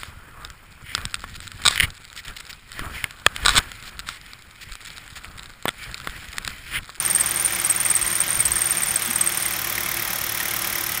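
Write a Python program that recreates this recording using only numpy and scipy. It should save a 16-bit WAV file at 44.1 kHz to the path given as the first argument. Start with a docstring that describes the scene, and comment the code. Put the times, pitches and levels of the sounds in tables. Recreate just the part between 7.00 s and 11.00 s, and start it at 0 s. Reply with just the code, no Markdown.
"""A four-cylinder petrol engine idles, heard close above the open bonnet. From the start its ribbed
drive belt slips on a pulley in clusters of short, shrill chirps, while injectors tick, valve gear
clatters and the block knocks and hums. After a second come a few soft puffs of air. At about two and
a half seconds, water poured on the belt (itself unheard) makes it grip: the chirps die away and the
engine idles on, ticking a little louder."""
import sys
import numpy as np
from scipy import signal
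from scipy.fft import rfft, irfft
from scipy.io import wavfile

SR = 44100
rng = np.random.default_rng(int(sys.argv[2]) if len(sys.argv) > 2 else 0)


def persist_wave(psi):
    """Save psi, clipped to +-1, as 16-bit WAV."""
    counts = np.round(np.clip(psi, -1, 1) * 32767).astype(np.int16)
    wavfile.write(sys.argv[1], SR, np.atleast_2d(counts).T)


N = 176400

# Loud belt slips. Each row: peak time in seconds, relative level in dB, pitch it sags to in Hz.
LOUD_SLIPS = [(0.0021, -18.5, 8970), (0.0518, -20, 8850), (0.0629, -17.5, 8660), (0.101, -18, 8900),
              (0.112, -16.5, 8400), (0.151, -13.5, 8370), (0.1618, -12.5, 8580), (0.1998, -17, 8840),
              (0.2095, -15, 8160), (0.2135, -15, 8250), (0.2606, -22, 8800), (0.274, -23, 8700),
              (0.3109, -19, 8720), (0.3612, -20.5, 8660), (0.374, -23.5, 8970), (0.3997, -18.5, 8800),
              (0.4098, -18.5, 9350), (0.4496, -14, 8800), (0.4606, -12, 8840), (0.5248, -21.5, 8800),
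              (0.5502, -21, 8970), (0.6003, -20, 8770), (0.6492, -16, 8170), (0.6533, -21, 8400),
              (0.662, -18.5, 9400), (0.7009, -13, 8130), (0.7045, -19, 8400), (0.7121, -14.5, 8220),
              (0.763, -18, 8760), (0.803, -17, 8830), (0.8135, -18.5, 8900), (0.8522, -17, 8800),
              (0.864, -17.5, 8700), (0.9018, -18, 8200), (0.905, -18, 8300), (0.914, -13, 8900),
              (0.9534, -14.5, 8630), (0.963, -15, 8100), (0.9662, -20.5, 8280), (0.9786, -29, 8760),
              (1.0154, -20, 8450), (1.0285, -20, 8600), (1.0655, -19.5, 8700), (1.0782, -18, 8820),
              (1.1045, -25, 8900), (1.1164, -22.5, 8570), (1.1298, -22, 8940), (1.1546, -18, 8670),
              (1.1659, -22, 9400), (1.205, -14, 8350), (1.217, -16, 8900), (1.2802, -22, 8740),
              (1.306, -17.5, 8820), (1.3308, -19.5, 8900), (1.3552, -18.5, 8840), (1.368, -24, 8750),
              (1.3939, -22, 8820), (1.4062, -11, 8310), (1.4182, -24, 9000), (1.455, -16, 7970),
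              (1.4587, -15.5, 8370), (1.4673, -17.5, 8580), (1.5195, -15.5, 8520), (1.558, -18, 8900),
              (1.5682, -19, 8650), (1.5825, -23, 8800), (1.6084, -22, 8810), (1.6196, -15, 8600),
              (1.6582, -17, 8820), (1.6695, -18, 8830), (1.7086, -15, 8600), (1.7192, -16, 8750),
              (1.772, -18.5, 8530), (1.7838, -24, 8700), (1.8216, -20, 8800), (1.835, -17, 8170),
              (1.8714, -22, 8820), (1.8847, -21.0, 8700), (1.8964, -24, 8750), (1.9092, -17.5, 8930),
              (1.9608, -13, 8310), (2.0214, -24.5, 8330), (2.0609, -22.5, 8240), (2.111, -20.5, 8300),
              (2.1359, -24, 8700), (2.161, -15.5, 8300), (2.2136, -9, 8190), (2.2632, -22, 8400),
              (2.275, -15, 8360), (2.324, -25.5, 8500), (2.3748, -19.5, 8560), (2.4117, -24, 9040),
              (2.425, -22, 8600), (2.4632, -20, 8650), (2.525, -24.5, 8530)]
# Faint slips in between. 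Each row: time in seconds, relative level before fading in dB.
CREEP_LEVEL = [(0, -32), (1.85, -32), (2.1, -31), (2.6, -34)]
# The pulley's ring. Each row: pitch in Hz, bandwidth in Hz, gain in dB.
PULLEY_MODES = [(8480, 250, -3.5), (8900, 72, -15), (8600, 96, -18)]
# Tone of scuffed rubber. Each row: frequency in Hz, gain in dB.
SCUFF_EQ = [(500, -18), (1600, -4), (3200, -11), (5000, -2), (7000, -2.5), (9500, 0), (16000, -3)]
# Idle speed. Each row: time in seconds, firings per second.
FIRING_RATE = [(0, 37.75), (.28, 37.7), (.38, 36.93), (1.9, 36.93), (2.1, 36.965), (3.58, 36.965),
               (3.72, 36.45), (4, 36.4)]
# The cylinders in firing order. Each row: tick accent in dB, knock accent in dB.
CYLINDER_ACCENTS = [(5.5, 2.5), (3, -1), (2.5, 3), (3.5, 0)]
# Tone of an injector click. Each row: frequency in Hz, gain in dB.
TICK_EQ = [(2500, -15), (4500, -10), (5800, -3.5), (7600, -12), (9000, -4), (10000, 0), (10450, -0.5),
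           (11100, 0.5), (12300, 0), (13100, 4), (14100, -11), (15500, 2), (16500, -11)]
# Fader for the injectors. Each row: time in seconds, gain in dB.
TICK_FADER = [(0, -35), (1.2, -36), (2.2, -34.5), (2.7, -32.5), (3.3, -32), (4, -31.5)]
# Each injector's ring. Each row: cylinder number, pitch in Hz, relative level in dB.
INJECTOR_NOTES = [(0, 10820, 0), (0, 12330, 4), (0, 13400, -1), (0, 15480, 5), (1, 9230, -3), (1, 13070, 2),
                  (1, 14660, 1), (1, 15270, 2), (2, 10080, -1), (2, 10940, 5), (2, 11170, 5), (2, 11920, 1),
                  (2, 13040, 3), (3, 11380, 0), (3, 12270, 1), (3, 13650, 0)]
# Tone of a knock in the block. Each row: frequency in Hz, gain in dB.
KNOCK_EQ = [(500, -28), (1100, -17), (1600, -9.5), (1900, -1.5), (2250, 0.5), (2700, -15.5), (3300, -12.5),
            (4500, -14), (6500, -29), (9000, -27)]
# The block's ring. Each row: pitch in Hz, relative level in dB.
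BLOCK_NOTES = [(1500, -9.5), (1625, -12), (1835, 0), (1935, -5), (2100, -2), (2190, -4.5), (2300, -4),
               (2590, -4)]
# Harder knocks. Each row: start in seconds, relative level in dB, leading note in Hz.
HARD_HITS = [(.1832, -22, 1870), (.9139, -28, 2350), (1.1295, -24, 1840), (1.3187, -26, 2100),
             (1.3985, -22.5, 2200), (1.5638, -25, 1800), (2.4529, -25.5, 2060), (2.7792, -27, 1950),
             (2.8865, -24, 2120), (2.9695, -23, 2210), (3.4023, -21, 1860), (3.5092, -26, 2160),
             (3.7545, -24, 1950)]
# Tone of a valve tap. Each row: frequency in Hz, gain in dB.
VALVE_EQ = [(400, -14.5), (1200, -6.5), (2100, -6.5), (3300, 1), (4500, -8.5), (6500, -8), (8000, -11.5),
            (15000, -11.5)]
# The valve cover's rattle. Each row: pitch in Hz, relative level in dB.
COVER_NOTES = [(3170, 5.5), (3320, -1), (3560, -12.5), (4250, 2)]
# Engine hum and accessory whine. 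Each row: multiple of the firing rate, level in dB, waver in radians.
HUM_PARTIALS = [(1.67, -59.5, 0.64), (2.987, -48.5, 0.46), (3.966, -56, 0.21), (4.744, -53, 0.27),
                (4.99, -58.5, 0.13), (9.22, -58, 0.42), (9.425, -51, 0.6), (20.9, -51.5, 1.04),
                (23.07, -56.5, 1.3), (28.07, -51, 1.96), (43.45, -48.5, 1.3)]
# Tone of the whirr of belts, fan and intake. Each row: frequency in Hz, gain in dB.
WHIRR_EQ = [(20, -19.5), (40, -2), (65, 1), (100, -7.5), (190, -2), (275, -9), (335, -2), (410, -10),
            (560, -4), (900, -4.5), (1250, 1.5), (1600, 0), (2150, 1.5), (2800, -6), (3500, -5), (4600, -9),
            (5400, -5.5), (6500, -6), (7600, -11), (8700, -6.5), (10400, -17), (12000, -10.5),
            (16000, -13.5)]
# Air puffs. Each row: peak time in seconds, half length in seconds, pitch in Hz, level in dB.
AIR_PUFFS = [(1.047, .022, 46.3, -38), (1.38, 0.02, 73, -37.5), (1.482, 0.037, 76.7, -38.5),
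             (1.543, 0.0345, 55.5, -40), (2.096, 0.012, 236, -35), (2.19, .02, 181.7, -40)]

SLIP_RISE_S, SLIP_FALL_S, SLIP_REF_DB = .00096, .00091, -18  # a slip's shape at the reference level
SLIP_GROWTH_DB = 24  # each such step above the reference makes a slip e times longer
SLIP_LIMIT_DB, HALF_SAG_HZ, SAG_S, WOBBLE_HZ = -11, 301, .0018, 136
CREEP_GAP_S, CREEP_HZ, CREEP_SPREAD_HZ, CREEP_FADE_DB_PER_S, GRIP_S = 1 / 85, 8900, 230, 60, 3
BELT_GAIN_DB, RASP_HZ, RASP_WIDTH_HZ, RASP_DB, SCUFF_DB = 1.34, 9400, 1200, -16.5, -14.5
BONNET_ECHO_S, BONNET_BOUNCE_DB, BAY_GAP_S, BAY_DB = .005147, -7.5, .0015, -10
INJECTOR_OPEN_S, RAIL_HZ, KNOCK_LAG_S = .0034, 5380, .0005
CYLINDER_COUNT = len(CYLINDER_ACCENTS)


def belt():
    """The slipping belt chirps and rasps, rings the pulley and scuffs its rubber."""
    tone, friction = chirps(list(LOUD_SLIPS) + list(creep()))
    band = signal.iirpeak(RASP_HZ, RASP_HZ / RASP_WIDTH_HZ, fs=SR)
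    rasp = signal.lfilter(*band, signal.lfilter(*band, rng.standard_normal(N)))
    squeal = tone + friction * level(rasp, RASP_DB)
    pulley = sum(undb(db) * signal.lfilter(*signal.iirpeak(hz, hz / width, fs=SR), squeal)
                 for hz, width, db in PULLEY_MODES)
    scuff = friction * level(colour(rng.standard_normal(N), SCUFF_EQ), SCUFF_DB)
    return undb(BELT_GAIN_DB) * (squeal + pulley + scuff + bay_echoes(squeal))


def chirps(slips):
    """Each slip swells and dies in milliseconds while its pitch sags; hard slips last longer."""
    tone, friction = np.zeros(N), np.zeros(N)
    wobble = WOBBLE_HZ * wander(1100)
    limit = undb(SLIP_LIMIT_DB)
    for peak, db, hz in slips:
        span = np.arange(max(int((peak - .012) * SR), 0), min(int((peak + .02) * SR), N))
        t = span / SR - peak
        stretch = np.exp((db - SLIP_REF_DB) / SLIP_GROWTH_DB)
        swell = 2 * undb(db) / np.cosh(t / stretch / np.where(t < 0, SLIP_RISE_S, SLIP_FALL_S))
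        swell = limit * np.tanh(swell / limit)  # the belt's swing saturates
        pitch = hz + HALF_SAG_HZ * (1 - np.tanh(t / SAG_S + 1)) + wobble[span]
        tone[span] += swell * np.sin(2 * np.pi * np.cumsum(pitch) / SR)
        friction[span] += swell
    return tone, friction


def creep(count=400):
    """Rows of faint, uneven slips that fade after each loud one and stop once the belt grips."""
    gap_dice, level_dice, pitch_dice = rng.standard_normal((count, 3)).T
    times = CREEP_GAP_S * np.cumsum(np.exp(.72 * gap_dice))
    loud_times = np.array(LOUD_SLIPS)[:, 0]
    last_loud = loud_times[np.maximum(np.searchsorted(loud_times, times) - 1, 0)]
    db = curve(CREEP_LEVEL, times) - CREEP_FADE_DB_PER_S * np.abs(times - last_loud) + 2 * level_dice
    hz = CREEP_HZ + CREEP_SPREAD_HZ * pitch_dice
    return np.c_[times, db, hz][times < GRIP_S]


def bay_echoes(squeal):
    """The squeal bounces three times off the bonnet and scatters round the engine bay."""
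    lag = round(BONNET_ECHO_S * SR)
    bonnet = sum(undb(k * BONNET_BOUNCE_DB) * np.r_[np.zeros(k * lag), squeal][:N] for k in (1, 2, 3))
    tail = np.r_[np.zeros(int(BAY_GAP_S * SR)), burst(t60=.054)]
    return bonnet + undb(BAY_DB) * signal.fftconvolve(squeal, tail)[:N]


def injectors(firings, t):
    """Each injector clicks open and shut, rings with its own notes and pings the fuel rail."""
    clicks, rings, pings = 0, 0, 0
    for k, (tick_db, _) in enumerate(CYLINDER_ACCENTS):
        notes = [(hz, db) for cylinder, hz, db in INJECTOR_NOTES if round(cylinder) == k]
        times, gains = cycle_hits(firings, t, k, scatter_s=.00012, scatter_db=.8)
        pings += strike(times, gains, modes([(RAIL_HZ, 0)], t60=.065))
        for lag in (0, INJECTOR_OPEN_S):
            times, gains = cycle_hits(firings, t, k, scatter_s=.00012, scatter_db=.8)
            crack = burst(t60=.013) + undb(-14) * burst(t60=.05)
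            clicks += strike(times + lag, gains * undb(tick_db), crack)
            rings += strike(times + lag, gains, modes(notes, t60=.021))
    ticking = level(colour(clicks, TICK_EQ), 0) + level(rings, -1) + level(pings, -12)
    return (ticking + level(injector_zips(firings, t), -9)) * undb(curve(TICK_FADER, t))


def injector_zips(firings, t, cylinder=3, start_hz=11900, rise_hz_per_s=280000):
    """One injector adds a tiny upward zip each time it fires."""
    age = t[:1024]
    sweep = np.sin(2 * np.pi * (start_hz + .5 * rise_hz_per_s * age) * age)
    times, gains = cycle_hits(firings, t, cylinder, scatter_s=.00014, scatter_db=0)
    return strike(times, gains, sweep * bell_curve(age, peak_s=.0055, half_s=.002))


def block(firings, t):
    """Each firing knocks in the block and leaves it ringing."""
    knocks, rings = 0, 0
    for k, (_, knock_db) in enumerate(CYLINDER_ACCENTS):
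        times, gains = cycle_hits(firings, t, k, scatter_s=.0006, scatter_db=2.5)
        hits = times + KNOCK_LAG_S, gains * undb(knock_db)
        knocks += strike(*hits, burst(t60=.031))
        rings += rattle(*hits, BLOCK_NOTES, t60=.075)
    return level(colour(knocks, KNOCK_EQ), -42) + level(rings, -40)


def hard_knocks(t60=.06):
    """Now and then a harder knock: a crack, one leading note and the ring of the block."""
    cracks, rings = 0, 0
    for start, db, hz in HARD_HITS:
        hit = np.array([start]), undb([db])
        cracks += strike(*hit, burst(t60=.035))
        rings += strike(*hit, modes([(hz, 0)], t60) + undb(-13) * modes(BLOCK_NOTES, t60))
    return rings + undb(11) * colour(cracks, KNOCK_EQ)


def valves(firings, t, count=12):
    """Light taps spread round the camshaft turn, each with its own ring; they rattle the cover."""
    hits = [cycle_hits(firings, t, k * CYLINDER_COUNT / count, scatter_s=.0005, scatter_db=2.5)
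            for k in range(count)]
    taps = sum(strike(times, gains, burst(t60=.035)) for times, gains in hits)
    cover = rattle(*np.hstack(hits), COVER_NOTES, t60=.022)
    return level(colour(taps, VALVE_EQ), -36.5) + level(cover, -50.5)


def hum(firings, flutter_db=1.8):
    """Engine hum and accessory whine follow the idle speed, wavering in level and pitch."""
    tones = 0
    for multiple, db, waver in HUM_PARTIALS:
        gain = np.sqrt(2) * undb(db + flutter_db * wander(16))
        tones += gain * np.sin(2 * np.pi * (multiple * firings + rng.random()) + waver * wander(14))
    return tones


def whirr(firings, throb_db=.8):
    """Belts, fan and intake lay a bed of noise that throbs with the firings."""
    throb = undb(throb_db * np.cos(2 * np.pi * (firings - .15)) + .5 * wander(24.38))
    return throb * level(colour(rng.standard_normal(N), WHIRR_EQ), -30)


def puffs(t):
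    """Puffs of air and soft hollow bumps: brief low swells with an unsteady pitch."""
    air = 0
    for peak, half, hz, db in AIR_PUFFS:
        swell = np.sqrt(2) * undb(db) * bell_curve(t, peak, half)
        air += swell * np.sin(2 * np.pi * hz * t + 1.66 * wander(44.83))
    return air


def cycle_hits(firings, t, offset, scatter_s, scatter_db, count=40):
    """Times and gains of a hit that comes once every four firings, slightly loose."""
    time_dice, level_dice = rng.standard_normal((count, 2)).T
    times = np.interp(np.arange(count) * CYLINDER_COUNT + offset, firings, t, left=-1, right=-1)
    return times + scatter_s * time_dice, undb(scatter_db * level_dice)


def strike(times, gains, ring):
    """Hits at the given times into one ringing body."""
    track = np.zeros(N + len(ring))
    for at, gain in zip(np.round(times * SR).astype(int), gains):
        if 0 <= at < N:
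            track[at:at + len(ring)] += gain * ring
    return track[:N]


def rattle(times, gains, notes, t60, scatter_db=1.8):
    """Hits that never land alike: each shares its strength differently among the notes."""
    return sum(strike(times, gains * undb(scatter_db * rng.standard_normal(len(times))),
                      modes([note], t60)) for note in notes)


def modes(notes, t60, detune=.001, size=8192):
    """Metal rings at its notes, tuned a little differently for each point of contact."""
    t = np.arange(size) / SR
    tones = 0
    for hz, db in notes:
        pitch = hz * (1 + detune * rng.standard_normal())
        tones += undb(db) * np.sin(2 * np.pi * (pitch * t + rng.random()))
    return tones * np.exp(-np.log(1000) * t / t60)


def burst(t60, size=8192):
    """Dense ring of many metal parts: unit-energy noise that falls 60 dB in t60 seconds."""
    noise = rng.standard_normal(size) * np.exp(-np.log(1000) * np.arange(size) / SR / t60)
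    return noise / np.linalg.norm(noise)


def colour(x, eq, size=8192):
    """Minimum-phase EQ: nothing rings ahead of an attack."""
    hz, db = np.array(eq, float).T
    gain = undb(np.interp(np.log(np.fft.rfftfreq(size, 1 / SR) + 1), np.log(hz), db))
    cepstrum = irfft(np.log(gain), size)
    cepstrum[1:size // 2] *= 2
    cepstrum[size // 2 + 1:] = 0
    return signal.fftconvolve(x, irfft(np.exp(rfft(cepstrum)), size))[:N]


def wander(rate, count=8192):
    """Random drift of unit rms, with `rate` new targets a second."""
    return level(np.interp(np.arange(N) * rate / SR, np.arange(count), rng.standard_normal(count)), 0)


def bell_curve(t, peak_s, half_s):
    """A smooth Gaussian fade in and out."""
    return np.exp(-.5 * ((t - peak_s) / half_s) ** 2)


def curve(rows, t):
    """Straight ramps between a table's rows."""
    return np.interp(t, *np.array(rows, float).T)


def level(x, db):
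    """Set the rms level."""
    return x * undb(db) / np.sqrt(np.mean(x ** 2))


def undb(db):
    """Decibels to gain."""
    return 10 ** (np.asarray(db) / 20)


def scene():
    """The idle speed drives the engine's rhythm; the belt chirps over it."""
    t = np.arange(N) / SR
    firings = .085 + np.cumsum(curve(FIRING_RATE, t)) / SR  # running count of firings
    clatter = injectors(firings, t) + block(firings, t) + hard_knocks() + valves(firings, t)
    bed = hum(firings) + whirr(firings) + puffs(t)
    return (belt() + clatter + bed)[None]


def record(dry, top_hz=15800):
    """A steep low-pass trims the very top."""
    return signal.sosfilt(signal.ellip(12, .2, 80, top_hz, fs=SR, output="sos"), dry)


dry = scene()
out = record(dry)
persist_wave(out)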